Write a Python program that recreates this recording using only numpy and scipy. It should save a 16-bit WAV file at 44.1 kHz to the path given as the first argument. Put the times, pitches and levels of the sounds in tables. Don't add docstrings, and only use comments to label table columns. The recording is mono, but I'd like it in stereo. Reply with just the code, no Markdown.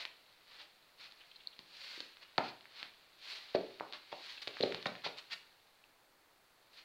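import sys
import numpy as np
from scipy import signal
from scipy.fft import rfft, irfft
from scipy.io import wavfile

SR = 44100
rng = np.random.default_rng(int(sys.argv[2]) if len(sys.argv) > 2 else 0)


def materialize(psi):
    bounded = np.clip(np.atleast_2d(psi).T, -1, 1)
    quanta = np.round(bounded * 32767).astype(np.int16)
    wavfile.write(sys.argv[1], SR, quanta)


N = 301644

# (frequency [Hz], gain [dB])
CARPET_PILE = [(100, -15.5), (300, -17), (700, -8.5), (1400, -2), (2500, 3.5), (4200, 2), (6000, -2.5),
               (9000, -5.5), (15000, -2)]
# (frequency [Hz], gain [dB])
MIC_PORT = [(25, -15), (65, -25), (100, -8.5), (135, -7), (300, 1), (3200, -2.5), (4400, 4), (5100, -5),
            (6000, -12), (8000, -21.5), (15000, -36)]


def undb(db):
    return 10 ** (np.asarray(db) / 20)


def unit(x):
    return x / np.sqrt(np.mean(x ** 2))


def butter(order, hz, kind="low"):
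    return signal.butter(order, hz, kind, fs=SR, output="sos")


def wander(hz):
    return unit(signal.sosfilt(butter(2, hz), rng.standard_normal(N)))


def colour(x, points):
    size = 2 ** 13
    hz, db = np.transpose(points)
    gain = undb(np.interp(np.log(np.fft.rfftfreq(size, 1 / SR) + 1), np.log(hz), db))
    cepstrum = irfft(np.log(gain))
    cepstrum[1:size // 2] *= 2
    cepstrum[size // 2 + 1:] = 0
    return signal.fftconvolve(x, irfft(np.exp(rfft(cepstrum))))[:len(x)]


def add(track, s, sound):
    start = max(int(s * SR), 0)
    track[start:start + len(sound)] += sound[:N - start]


def swell(t, peak_ms):
    u = t * 1000 / peak_ms
    return (u * np.exp(1 - u)) ** 2


def burst(hz, peak_ms):
    t = np.arange(SR // 10) / SR
    return swell(t, peak_ms) * np.sin(2 * np.pi * hz * t)


def with_room_feed(near, room_db):
    return np.array([near, undb(room_db) * near])


def thuds(floor_hz=165, floor_ms=2.37, room_db=-5):
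    # (time [s], level [dB], pitch [Hz], time to peak [ms], floor thump [dB re the slap])
    landings = [(1.592, -51.5, 890, 0.83, -3), (1.976, -48, 335, 1.9, -15),
                (2.3805, -19.5, 1360, .65, -17.5), (2.383, -17.5, 810, 1.17, -10.5),
                (3.5486, -17, 545, 1.41, -8.5), (3.553, -24, 385, 1.07, -14),
                (3.8081, -23.5, 830, 0.49, -30), (4.1274, -29.5, 750, 0.76, -19),
                (4.4748, -34, 580, 0.83, -19), (4.6042, -26.5, 453, 1.94, -6),
                (4.6347, -18, 507, 1.38, -14), (4.638, -24.5, 265, 1.97, -24),
                (4.7458, -34.5, 710, 0.47, -4), (4.8608, -23, 690, 0.59, -8.5),
                (5.0639, -27, 700, 0.67, -16)]
    near = np.zeros(N)
    for s, db, hz, peak_ms, floor_db in landings:
        thump = undb(floor_db) * burst(floor_hz, floor_ms)
        add(near, s, undb(db) * (burst(hz, peak_ms) + thump))
    return with_room_feed(near, room_db)


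def ticks(cycles_to_peak=0.52, crumble_db=-18, crumble_s=0.0051, room_db=-6.5):
    # (time [s], level [dB], pitch [Hz])
    snaps = [(0.0525, -21.5, 2900), (1.122, -37.5, 3470), (1.5914, -30, 3440), (2.0045, -22.5, 3800),
             (2.17, -38, 2800), (2.383, -15.5, 2100), (2.609, -38.5, 3000), (2.6555, -38, 1900),
             (2.8289, -23, 2820), (3.799, -29.5, 2200), (3.9252, -28, 3200), (3.9348, -28, 3200),
             (4.474, -22.5, 2950), (4.4783, -21.5, 3500), (4.5695, -28.5, 2000), (4.609, -19.5, 3500),
             (4.6371, -20.5, 2800), (4.7228, -22.5, 2300), (4.7462, -20.5, 3240), (4.827, -29, 3400),
             (4.8575, -20, 2200), (4.8596, -19.5, 1870), (4.9532, -32, 2200), (5.184, -45, 3450)]
    near = np.zeros(N)
    t = np.arange(SR // 10) / SR
    for s, db, hz in snaps:
        snap = burst(hz, 1000 * cycles_to_peak / hz)
        crumble = undb(crumble_db) * rng.standard_normal(len(t)) * np.exp(-t / crumble_s)
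        add(near, s, undb(db) * (snap + crumble))
    return with_room_feed(near, room_db)


def smacks(ring_s=0.0054, fizz_db=-7, fizz_ms=0.31, room_db=-12):
    # (time [s], level [dB], pitch [Hz], swell time [ms])
    peels = [(1.199, -49, 2860, 11), (1.311, -48, 3090, 3.9), (1.356, -49.5, 4170, 5.2),
             (1.398, -50.5, 3020, 8.5), (1.4718, -35, 4200, 0.67), (1.523, -51, 3320, 8.2),
             (2.3798, -19, 4050, 0.28), (4.377, -37.5, 2690, 2.4), (4.6247, -26.5, 3580, 1.2),
             (4.6273, -27, 4127, 3.5), (5.839, -51.5, 2690, 1.6)]
    near = np.zeros(N)
    t = np.arange(SR // 20) / SR
    for s, db, hz, swell_ms in peels:
        ring = np.exp(-t / ring_s) * np.sin(2 * np.pi * hz * t)
        fizz = unit(signal.fftconvolve(rng.standard_normal(len(t)), burst(hz, fizz_ms))[:len(t)])
        add(near, s, undb(db) * swell(t, swell_ms) * (ring + undb(fizz_db) * fizz))
    return with_room_feed(near, room_db)


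def brushing(fibres_per_s=5000, spread_db=3.0, rub_db=-1, snag_db=1.45, snag_hz=25, room_db=-6):
    # (fastest moment [s], level [dB], rise [s], fall [s], tilt [steps of 2 dB])
    strokes = [(0.01, -45.5, 0.028, 0.028, -0.5), (.55, -57.5, 0.072, 0.053, -1),
               (0.619, -53.5, 0.038, .026, -1), (1.025, -52, 0.031, 0.049, 0), (1.91, -51, 0.19, 0.15, 1.5),
               (2.228, -52, 0.013, 0.0089, -2.5), (2.477, -47, 0.058, 0.027, -2),
               (2.801, -52, 0.067, 0.073, -1), (3.305, -47, 0.075, 0.095, 1),
               (3.554, -41, 0.0083, 0.0086, -5), (3.941, -49.5, 0.015, 0.031, -4.5),
               (4.123, -49, 0.006, 0.012, -6), (4.31, -51, 0.15, 0.056, 1),
               (4.423, -42.5, 0.005, 0.0099, 1.5), (4.645, -51, 0.081, .08, -1.5),
               (4.868, -38, 0.0052, 0.0051, -0.5), (5.047, -39, .007, 0.029, -3),
               (5.186, -46.5, 0.013, 0.014, 1), (5.333, -38, 0.02, 0.0092, 0.2),
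               (6.789, -57, 0.051, .03, 1)]
    t = np.arange(N) / SR
    sizes = undb(spread_db * np.minimum(rng.exponential(size=N), 5))
    flicks = (rng.random(N) < fibres_per_s / SR) * sizes * rng.choice([-1, 1], N)
    rub = undb(rub_db) * rng.standard_normal(N)
    pile = unit(colour(unit(flicks) + rub, CARPET_PILE))
    pile /= np.std(colour(pile, MIC_PORT))
    power, weighted_tilt = np.full(N, 1e-14), np.zeros(N)
    for s, db, rise, fall, tilt in strokes:
        offset = (t - s) / np.where(t < s, rise, fall)
        stroke = undb(db) ** 2 * np.exp(-2 * np.minimum(offset ** 2, 20))
        power += stroke
        weighted_tilt += stroke * tilt
    low = signal.sosfiltfilt(butter(2, 1600), pile)
    high = signal.sosfiltfilt(butter(3, 6300, "high"), pile)
    mid = pile - low - high
    tip = undb(2 * weighted_tilt / power)
    snags = undb(snag_db * wander(snag_hz))
    near = np.sqrt(power) * snags * (low / tip + mid + high * tip)
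    return with_room_feed(near, room_db)


def fidgeting(rustle_db=-5, crackle_db=-12.5, pops_per_s=50, spread_db=4.0, pop_ms=0.28, room_db=-5):
    # (time [s], level [dB])
    restlessness = [(0.0, -75), (0.15, -60.5), (0.95, -64.5), (1.18, -57), (1.73, -61.5), (1.9, -58),
                    (2.1, -58), (3.22, -61), (3.41, -48), (3.75, -54.5), (4.04, -56), (4.38, -50.5),
                    (4.78, -48.5), (5.62, -66), (6.32, -80.5), (6.84, -64)]
    movement = undb(np.interp(np.arange(N) / SR, *np.transpose(restlessness)))
    rustle = unit(colour(rng.standard_normal(N), CARPET_PILE))
    crackle = np.zeros(N)
    for hz in (2600, 3100, 3800):
        pops = rng.random(N) < pops_per_s / SR
        sizes = undb(spread_db * np.minimum(rng.exponential(size=N), 3))
        crackle += signal.fftconvolve(pops * sizes, burst(hz, pop_ms))[:N]
    near = movement * (undb(rustle_db) * rustle + undb(crackle_db) * unit(crackle))
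    return with_room_feed(near, room_db)


def room(feed, t60_low=0.43, t60_high=0.37, gap_s=0.00093, build_s=0.0033, modes_db=-62):
    # (frequency [Hz], relative level [dB], time to fall 60 dB [s])
    standing_waves = [(128.3, -1.5, 0.88), (184.4, 12, 0.28), (242.3, -12, 0.92), (278.5, 12.5, 0.28),
                      (380, -4, 1), (533, -5, 0.35), (599, 17, 0.13), (804, -12.5, 0.85)]
    # (frequency [Hz], gain [dB])
    wall_colour = [(80, -0.5), (200, 2), (400, 4), (700, 1.5), (1300, 2), (2500, 0.5), (5000, -4),
                   (10000, 7)]
    size, hop = SR // 2, SR // 8
    t = np.arange(size) / SR
    starts = range(0, N, hop)
    noise = rng.standard_normal((len(starts), size))
    low = signal.sosfiltfilt(butter(2, 500), noise)
    onset = 1 - np.exp(-np.maximum(t - gap_s, 0) / build_s)
    fade = np.exp(-np.log(1000) * t)
    tails = onset * (low * fade ** (1 / t60_low) + (noise - low) * fade ** (1 / t60_high))
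    diffuse = np.zeros(N)
    for start, tail in zip(starts, tails):
        reflections = signal.fftconvolve(feed[start:start + hop], tail / np.linalg.norm(tail))
        add(diffuse, start / SR, reflections)
    modes = sum(undb(db) * fade ** (1 / t60) * np.sin(2 * np.pi * hz * t)
                for hz, db, t60 in standing_waves)
    ringing = signal.fftconvolve(feed, undb(modes_db) * onset * modes)[:N]
    return colour(diffuse, wall_colour) + ringing


def room_tone(level_db=-64):
    # (frequency [Hz], relative density [dB])
    still_air = [(25, 16.5), (60, 11.5), (130, 1.5), (250, -5), (600, 0.5), (1000, 0), (2000, -1.5),
                 (4200, -9.5), (8000, -7)]
    return undb(level_db) * unit(colour(rng.standard_normal(N), still_air))


def scene(width_db=-17, width_s=0.0064):
    near, feed = thuds() + ticks() + smacks() + brushing() + fidgeting()
    echo = room(feed)
    side = np.zeros(N)
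    add(side, width_s, undb(width_db) * signal.sosfilt(butter(2, 900, "high"), echo))
    return near + echo + room_tone() + np.array([side, -side])


def record(dry, hiss_db=-72.2, whine_hz=14350, whine_db=-95, waver_hz=30, top_hz=15750):
    sound = np.array([colour(channel, MIC_PORT) for channel in dry])
    hiss = undb(hiss_db) * rng.standard_normal((2, N))
    whine = undb(whine_db) * wander(waver_hz) * np.sin(2 * np.pi * whine_hz * np.arange(N) / SR)
    treble_cut = signal.ellip(10, .1, 70, top_hz, fs=SR, output="sos")
    return signal.sosfilt(treble_cut, sound + hiss + whine)


dry = scene()
out = record(dry)
materialize(out)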